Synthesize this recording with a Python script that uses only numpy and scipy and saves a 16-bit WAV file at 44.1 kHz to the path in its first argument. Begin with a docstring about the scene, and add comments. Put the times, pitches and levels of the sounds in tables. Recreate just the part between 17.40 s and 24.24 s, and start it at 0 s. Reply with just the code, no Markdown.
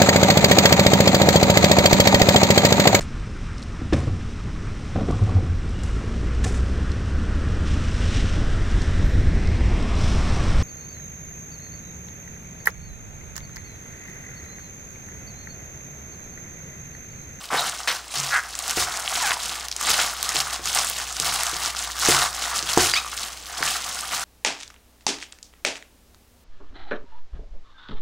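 """A hand in a thin plastic glove tosses cut green stalks in a glass bowl on a wooden table, heard close up.
A quiet kitchen (shaped noise) and mains hum (a sine swelling until 4.7 s) lie under it from the start.
At once the film crackles and the stalks tumble (grains that follow the squeezes of the hand), wet film
scrapes on the glass (stick-slip pulses) and the bowl knocks on the table (ringing modes). Even squeaks join
at 0.9 s, loud film snaps at 1.2 s, stalk crunches at 1.9 s; the hardest knocks come at 4.7 and 5.4 s."""
import sys
import numpy as np
from scipy import signal
from scipy.fft import rfft, irfft, next_fast_len
from scipy.io import wavfile
from scipy.ndimage import map_coordinates

SR = 44100
rng = np.random.default_rng(int(sys.argv[2]) if len(sys.argv) > 2 else 0)


def put_to_file(sound):
    """Save the sound as 16-bit audio at rate SR, in the file named by the first command-line argument."""
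    columns = np.atleast_2d(sound).T  # one column per channel
    safe = np.clip(columns, -1, 1)
    whole_steps = np.round(safe * 32767)
    wavfile.write(sys.argv[1], SR, whole_steps.astype(np.int16))


N = 301644


def amp(db):
    """Gain of a level in dB."""
    return 10 ** (np.asarray(db) / 20)


def unit(x):
    """x at rms 1."""
    return x / np.sqrt(np.mean(x ** 2) + 1e-20)


def along(points, hz):
    """Read (f/Hz, value) points on a log frequency axis."""
    f, v = np.transpose(points)
    return np.interp(np.log(hz + 1), np.log(f + 1), v)


def curves(rows):
    """One value per sample for each column after the time."""
    s, *cols = np.transpose(rows)
    return [np.interp(np.arange(N) / SR, s, c) for c in cols]


def wobble(rate):
    """A smooth random curve, rate knots a second."""
    knots = rng.standard_normal(int(N * rate / SR) + 4)
    return map_coordinates(knots, [np.arange(N) * rate / SR])


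def filtered(x, response):
    """x times a complex response of frequency."""
    m = next_fast_len(N + SR // 2)
    spectrum = rfft(x, m) * response(np.fft.rfftfreq(m, 1 / SR))
    return irfft(spectrum, m)[..., :N]


def modes(table):
    """Causal response of (f/Hz, width/Hz, level/dB) resonances, summed with alternating polarity."""
    def response(f):
        total = 0
        for k, (centre, width, db) in enumerate(table):
            damping = 1j * f * width
            total = total + (-1) ** k * amp(db) * damping / (centre * centre - f * f + damping)
        return total
    return response


def grains(s, gain, hz, cycles, spread, size):
    """Damped sines; each reaches one microphone port a few microseconds before the other."""
    start = np.floor(s * SR).astype(int)
    lag = spread * rng.standard_normal(len(s))
    index = (start[:, None] + np.arange(size)).ravel()
    out = []
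    for side in (-.5, .5):
        onset = s - start / SR + side * lag + 1 / SR
        t = np.maximum(np.arange(size) / SR - onset[:, None], 0)
        turns = hz[:, None] * t
        decay = np.exp(-turns / np.reshape(cycles, (-1, 1)))
        wave = gain[:, None] * np.sin(2 * np.pi * turns) * decay
        out.append(np.bincount(index, wave.ravel(), N + size)[:N])
    return np.array(out)


def swarm(level_db, count, hz, octaves, cycles, spiky_db, clump_db, clump_rate, size):
    """Random grains in clumps: harder work packs them denser as well as louder."""
    dense = amp(.5 * level_db + clump_db * wobble(clump_rate))
    place, tone, big = rng.random((3, count))
    clock = np.arange(N - 1, step=(N - 1) / N) / SR
    s = np.interp(place, np.cumsum(dense) / dense.sum(), clock)
    pitch = np.clip(hz * 2 ** (octaves * (2 * tone - 1)), 100, SR / 2.5)
    spike_db = -spiky_db * np.log(big + 1 / 1000)  # a few grains stand far out
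    gain = amp(spike_db + 0.75 * np.interp(s * SR, np.arange(N), level_db))
    polarity = rng.choice([-1, 1], count)
    return grains(s, gain * polarity, pitch, cycles, spread=1.1e-5, size=size)


def scaled(x, level_db):
    """x at the mean power of a level curve."""
    return unit(x) * np.sqrt(np.mean(amp(level_db) ** 2))


# mains hum swelling and sinking: t/s, level/dB (rms, before its wobble)
HUM_SWELL = [(0.0, -54.5), (4.74, -45.5), (6.84, -54)]
# colour of the room noise: f/Hz, relative density level/dB
KITCHEN_COLOUR = [(20, -21), (40, -3), (70, -8.5), (285, -11), (714, -7.5), (1480, -12.5), (7310, -15),
                  (12500, -30), (16000, -20)]
# how alike the room noise is left and right: f/Hz, likeness (0-1)
ROOM_LIKENESS = [(30, 1), (200, 0.21), (1000, 1), (10000, 0.86)]


def kitchen():
    """Steady room noise and a slightly unsteady mains hum."""
    def mid_and_side(f):
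        turn = np.arccos(np.clip(along(ROOM_LIKENESS, f), -1, 1)) / 2
        return amp(along(KITCHEN_COLOUR, f)) * [np.cos(turn), np.sin(turn)]

    mid, side = filtered(rng.standard_normal((2, N)), mid_and_side)
    room = amp(-46.5) * unit(np.array([mid + side, mid - side]))
    t = np.arange(N) / SR
    hum_level = np.sqrt(2) * amp(curves(HUM_SWELL)[0] + 0.44 * wobble(6.0))
    port_phase = np.array([[.25], [-.25]])
    hum = hum_level * np.sin(2 * np.pi * 59.9 * t + 0.65 * wobble(12) - port_phase)
    return room + hum * amp([[.4], [-.4]])


# squeezes of the hand: closed at t/s, swell before it t/s, hold t/s, film crackle level/dB,
# growth over the hold level/dB, stalks relative to the film level/dB
HAND_SQUEEZES = [(.02, .05, .06, -40, -1, -3), (.115, .02, .16, -32, 6, -4.5),
                 (.33, 0.0201, .13, -36, -5, -2), (.478, .01, .085, -30, -4, -4),
                 (.76, .07, .21, -28, -3, -6), (1.03, 0.0199, .1, -39, -1, -3), (1.3, .2, .03, -28, -2, -5),
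                 (1.385, .05, .045, -22.5, -2, -5.5), (1.47, .05, .13, -33, 1, 0),
                 (1.75, .3, .17, -27, 1, -4.5), (2.06, .3, .2, -30, -7, -4), (2.4, .05, .09, -31, 9, -5),
                 (2.5, 0.0502, .09, -20, -4, -4), (2.6, 0.0302, .14, -23, -10, -2),
                 (2.86, .3, .06, -30, -1, -3), (2.96, .06, .05, -25, -2, -2.5),
                 (3.05, 0.052, .11, -34, 3, -3), (3.27, .06, .06, -27, -2, -5),
                 (3.37, .07, .15, -22, -11, -6), (3.56, .08, .07, -29, -2, -5), (3.66, .03, .1, -36, 0, -7),
                 (3.85, .11, .36, -24, -8, -5), (4.25, .09, .02, -25, 0, -3.5),
                 (4.39, .1, .16, -30, -8, -4), (4.63, .08, .06, -23, 4, -3.5),
                 (4.69, 0.034, .17, -19, -6, -2.5), (4.97, .15, .23, -30, 2, -4.5),
                 (5.3, .1, 0.0705, -27, 1, -5), (5.41, .12, .09, -19, -6, -4),
                 (5.54, 0.04985, .07, -30, -5, -1), (5.83, .3, .18, -31, -13, -6),
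                 (6.2, .2, .02, -30, 0, -4), (6.24, .08, .13, -26, -3, -5), (6.4, .03, .29, -32, -1, -5),
                 (6.73, .07, .11, -26.5, -6, -4)]
REST_DB, STALKS_REST_DB = -46, -51  # the moving hand rustles faintly between squeezes
SWELL_DB, LET_GO_DB_PER_S = 15, 250  # rise over one swell length; fall as the fingers open


def hand():
    """Levels of film and stalks in dB: every squeeze swells, grows or sags while held, and lets go."""
    t = np.arange(N) / SR
    film, stalk = np.full(N, amp(REST_DB)), np.full(N, amp(STALKS_REST_DB))
    for s, swell, hold, db, growth_db, stalk_db in HAND_SQUEEZES:
        closing_db = SWELL_DB * np.maximum(s - t, 0) / swell
        opening_db = LET_GO_DB_PER_S * np.maximum(t - s - hold, 0)
        held_db = db + growth_db * np.clip((t - s) / hold, 0, 1)
        work = amp(held_db - (closing_db + opening_db))
        film = np.maximum(film, work)
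        stalk = np.maximum(stalk, amp(stalk_db) * work)
    return 20 * np.log10(film), 20 * np.log10(stalk)


# single loud creases of the film: t/s, relative level/dB, f/Hz of the main buckling
FILM_SNAPS = [(1.1532, -2, 7150), (1.1902, 2.5, 7460), (1.28, 2, 7670), (1.2965, 1, 5100),
              (1.3091, 4.5, 6920), (1.573, 1.5, 7360), (1.6777, 0, 3120), (1.8114, -7, 3600),
              (1.9075, 3, 2750), (1.9189, -0.5, 2550), (2.2847, -2, 6000), (2.3153, 1, 5640),
              (2.3262, -3, 4430), (2.3653, 2, 6800), (2.413, 1, 7200), (2.829, 6, 8350), (2.8916, 5, 6030),
              (2.9672, 4.5, 4460), (3.0034, 6.5, 4900), (3.1343, -0.5, 8350), (3.2573, 2, 6610),
              (3.274, 0.5, 5170), (3.3497, 9, 8800), (3.4474, 4, 8670), (3.4993, 5, 10700),
              (3.7264, -4, 6440), (3.7674, -0.5, 5530), (3.8, 8, 6650), (4.0344, 5.5, 8850),
              (4.3745, -10, 4790), (4.5186, -4, 6900), (4.6184, -9, 5630), (4.766, -7, 8040),
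              (5.227, -0.5, 6500), (5.2904, 0, 3270), (5.3767, 9.5, 7280), (5.4982, 0, 5720),
              (5.671, -19, 8430), (6.2257, -0.5, 4930), (6.277, 0, 2678), (6.609, -3, 8060)]
# colour of the film crackle: f/Hz, relative level/dB
FILM_COLOUR = [(1200, -8.5), (2500, -8), (4000, -3.5), (7000, 1.5), (10000, -1), (13000, -7), (16000, -1)]


def glove(level_db):
    """Creases of the film buckle: a dense crackle with loud snaps, each a quick run of a few bucklings."""
    crackle = swarm(level_db, count=30000, hz=6000, octaves=1.3, cycles=1.5,
                    spiky_db=3.3, clump_db=4, clump_rate=120, size=48)
    crackle = filtered(crackle, lambda f: amp(along(FILM_COLOUR, f)))
    s, db, hz = np.repeat(FILM_SNAPS, 4, axis=0).T
    beside_main = np.arange(len(s)) % 4 > 0  # three weaker bucklings around each main one
    late, tone = rng.uniform([[-.5], [0]], 1, (2, len(s))) * beside_main
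    gain = amp(db - 5.5 - 15.7 * np.sqrt(np.abs(late)))
    pitch = hz * 2 ** (1.03 * tone - 0.27 * (tone > 0))
    snaps = grains(s + .003 * late, gain, pitch, cycles=1.15, spread=1.2e-5, size=128)
    snaps = filtered(snaps, lambda f: f * f / (f * f + 1500 ** 2))  # thin out the lows
    return scaled(crackle, level_db + 0.5) + snaps


# stalks that break or strike the glass: t/s, level/dB before the bass cut, f/Hz
STALK_CRUNCHES = [(1.9075, -2, 1960), (1.918, -7, 1800), (1.969, -13, 960), (2.411, -14, 1240),
                  (2.592, -1.5, 1300), (2.967, -21, 1210), (4.25, -16, 1300), (4.349, -14, 1280),
                  (4.625, -12, 1280), (4.669, -16, 900), (4.723, -3, 1900), (4.823, -4, 1250),
                  (5.375, 6, 850), (5.5376, 1.5, 2070), (5.615, -23, 1200), (5.647, -17, 1160),
                  (5.664, -17, 1190), (5.68, -28.5, 1170), (5.731, -14.5, 1240), (6.2285, 1, 1660)]
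# resonances of the air in the bowl: f/Hz, width f/Hz, relative level/dB
BOWL_AIR = [(726, 102, -0.5), (1175, 280, 1), (2050, 1300, -3.5), (433, 270, -13)]
RING_CYCLES, SOFTER_RINGS = .9, .45  # decay of a 0 dB crunch; softer ones ring longer (dB per dB)


def stalks(level_db):
    """Stalks crunch and tumble; the air in the bowl colours the tumbling."""
    tumble = swarm(level_db, count=9000, hz=1460, octaves=0.91, cycles=1.7,
                   spiky_db=2.5, clump_db=4, clump_rate=40, size=160)
    tumble = scaled(filtered(tumble, modes(BOWL_AIR)), level_db - 0.5)
    s, db, hz = np.transpose(STALK_CRUNCHES)
    cycles = RING_CYCLES * amp(-SOFTER_RINGS * db)
    cracks = grains(s, -amp(db), hz, cycles, spread=1.2e-5, size=500)
    # small pieces radiate no bass
    return tumble + filtered(cracks, lambda f: (1j * f / (700 + 1j * f)) ** 2)


# wet film rubbing the glass: start t/s, length t/s, loudest at (share of length), level/dB at the loudest,
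# first and last slip rate f/Hz (before unevenness), centre and width of the rubbed patch f/Hz, unevenness (0-1)
FILM_RUBS = [(.103, .12, .35, -21, 1800, 1800, 1000, 1600, .9),
             (.165, .065, .3, -26, 1500, 1500, 3900, 900, .9),
             (.4745, .055, .02, -18, 3500, 3500, 1900, 5000, .9),
             (2.57, .07, .43, -24, 3000, 3000, 2400, 3500, .9),
             (.903, .07, .8, -18.5, 190, 400, 1600, 900, .13),
             (.97, .03, .35, -22, 220, 170, 1600, 900, .13),
             (1.8, .1, .6, -26.5, 1090, 720, 1400, 2400, .03),
             (1.908, .03, .4, -28, 1200, 950, 1250, 2400, .03),
             (5.531, .018, .6, -20, 5100, 4600, 4800, 2000, .03),
             (5.543, .047, .7, -19.5, 880, 1270, 2800, 5500, .028)]
EDGE_DB, ROUND, EASE = 12, 2.5, 1.8  # ends under the peak; roundness of an even swell; easing of the glide
FULL_SCRAPE_LEAD_S = 2e-5  # scrapes sit towards the left port; lead at unevenness 1


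def squeaks():
    """Wet film sticks and slips: pulses through the rubbed patch; even ones squeak, uneven ones scrape."""
    out, t = np.zeros((2, N)), np.arange(N) / SR
    for s, length, top, db, first_hz, last_hz, hz, width_hz, uneven in FILM_RUBS:
        u = np.clip((t - s) / length, 0, 1)
        on = (u > 0) & (u < 1)
        rate = last_hz + (first_hz - last_hz) * (1 - u) ** EASE
        from_top = np.where(u < top, 1 - u / top, (u - top) / (1 - top))
        level_db = db - EDGE_DB * from_top ** (ROUND ** (1 - uneven))
        turns = np.cumsum(on * rate * np.exp(uneven * wobble(rate.max() / 3))) / SR
        # a slip is short enough to reach the top of the patch's band
        narrow = ((hz + width_hz / 2) / rate) ** 2
        sizes = amp(level_db + np.minimum(60 * uneven, 2.5) * wobble(rate.max() / 3))
        roughness = 1 + 0.58 * rng.standard_normal(N)  # noise roughens every slip
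        slips = on * np.exp(narrow * (np.cos(2 * np.pi * turns) - 1)) * sizes * roughness
        lead = FULL_SCRAPE_LEAD_S * uneven

        def patch(f):
            port_lead = np.exp(1j * np.pi * f * lead * np.array([[1], [-1]]))
            return modes([(hz, width_hz, 0)])(f) ** 2 * port_lead

        sound = filtered(slips, patch)
        out += sound * np.sqrt(np.mean(amp(level_db[on]) ** 2) / np.mean(sound[:, on] ** 2))
    return out


# the bowl knocking on the table: t/s, drive of glass, table top and table frame as relative level/dB
BOWL_KNOCKS = [(.13, -28, -38, -50), (0.768, -39, -34, -48), (1.373, -20.5, -38.5, -23.5),
               (2.498, -34, -48, -47), (2.949, -31, -38, -43), (3.195, -31, -48, -42),
               (3.801, -31.5, -36.5, -42), (4.131, -31, -50, -47), (4.687, -10, -31, -21),
               (5.23, -31.5, -43.5, -45), (5.374, -8, -31.5, -19.5), (6.207, -27.5, -43, -36)]
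# modes of the glass, the table top and the table frame: f/Hz, relative level/dB, t60 t/s
GLASS_MODES = [(357, 5, 0.075), (438, 1.5, 0.069), (281, -7, 0.076), (530, -6, 0.067), (726, -5.5, 0.12),
               (190, -6.5, 0.048)]
TOP_MODES = [(136.8, 3.5, 0.35), (166.8, 3.5, 0.17)]
FRAME_MODES = [(80.7, -1.5, 0.22), (41.4, -15, 0.51)]


def bowl():
    """Each knock rings the loaded glass and thuds the table; the table shakes the two ports unequally."""
    out, t = np.zeros((2, N + SR)), np.arange(SR // 2) / SR

    def ring(table, shape):
        total = 0
        for hz, db, t60 in table:
            decay = amp(db + rng.normal(0, 2.1, shape) - 60 * t / t60)
            total = total + decay * np.sin(2 * np.pi * hz * t)
        return total

    for s, glass_db, top_db, frame_db in BOWL_KNOCKS:
        glass = amp(glass_db - 6) * (1 - np.exp(-t / .0005)) * ring(GLASS_MODES, 1)
        wood = amp(top_db) * ring(TOP_MODES, (2, 1)) + amp(frame_db) * ring(FRAME_MODES, (2, 1))
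        thud = (1 - np.exp(-t / 0.021)) * wood  # the table answers more slowly than the glass
        out[:, round(s * SR):][:, :len(t)] += glass + thud
    return out[:, :N]


# decay of the room: f/Hz, t60 t/s
WALL_DECAY = [(200, 0.39), (2000, 0.3), (10000, 0.29)]


def walls(x):
    """A short tail, nearly alike at both ports; each frequency dies at its own speed."""
    hz, t, z = signal.stft(rng.standard_normal((2, SR // 3)), SR, nperseg=256)
    decay = amp(-60 * t / along(WALL_DECAY, hz)[:, None])
    mid, side = signal.istft(z * decay, SR, nperseg=256)[1] * amp([[0], [-27]])
    tail = np.array([mid + side, mid - side]) / np.linalg.norm(mid)
    return signal.fftconvolve(x[None], tail, axes=1)[:, :N]


def scene():
    """The bowl's sounds with the room's answer over the kitchen."""
    film_db, stalk_db = hand()
    near = glove(film_db) + stalks(stalk_db) + squeaks() + bowl()
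    return near + amp(-9) * walls(near.mean(axis=0)) + kitchen()


TOP_HZ = 15750  # band limit


def record(dry):
    """The input stage rounds off the highest peaks; nothing is kept above the band limit."""
    rounded = dry / (1 + np.abs(dry / .98) ** 8) ** (1 / 8)
    return filtered(rounded, lambda hz: hz < TOP_HZ)


dry = scene()
out = record(dry)
put_to_file(out)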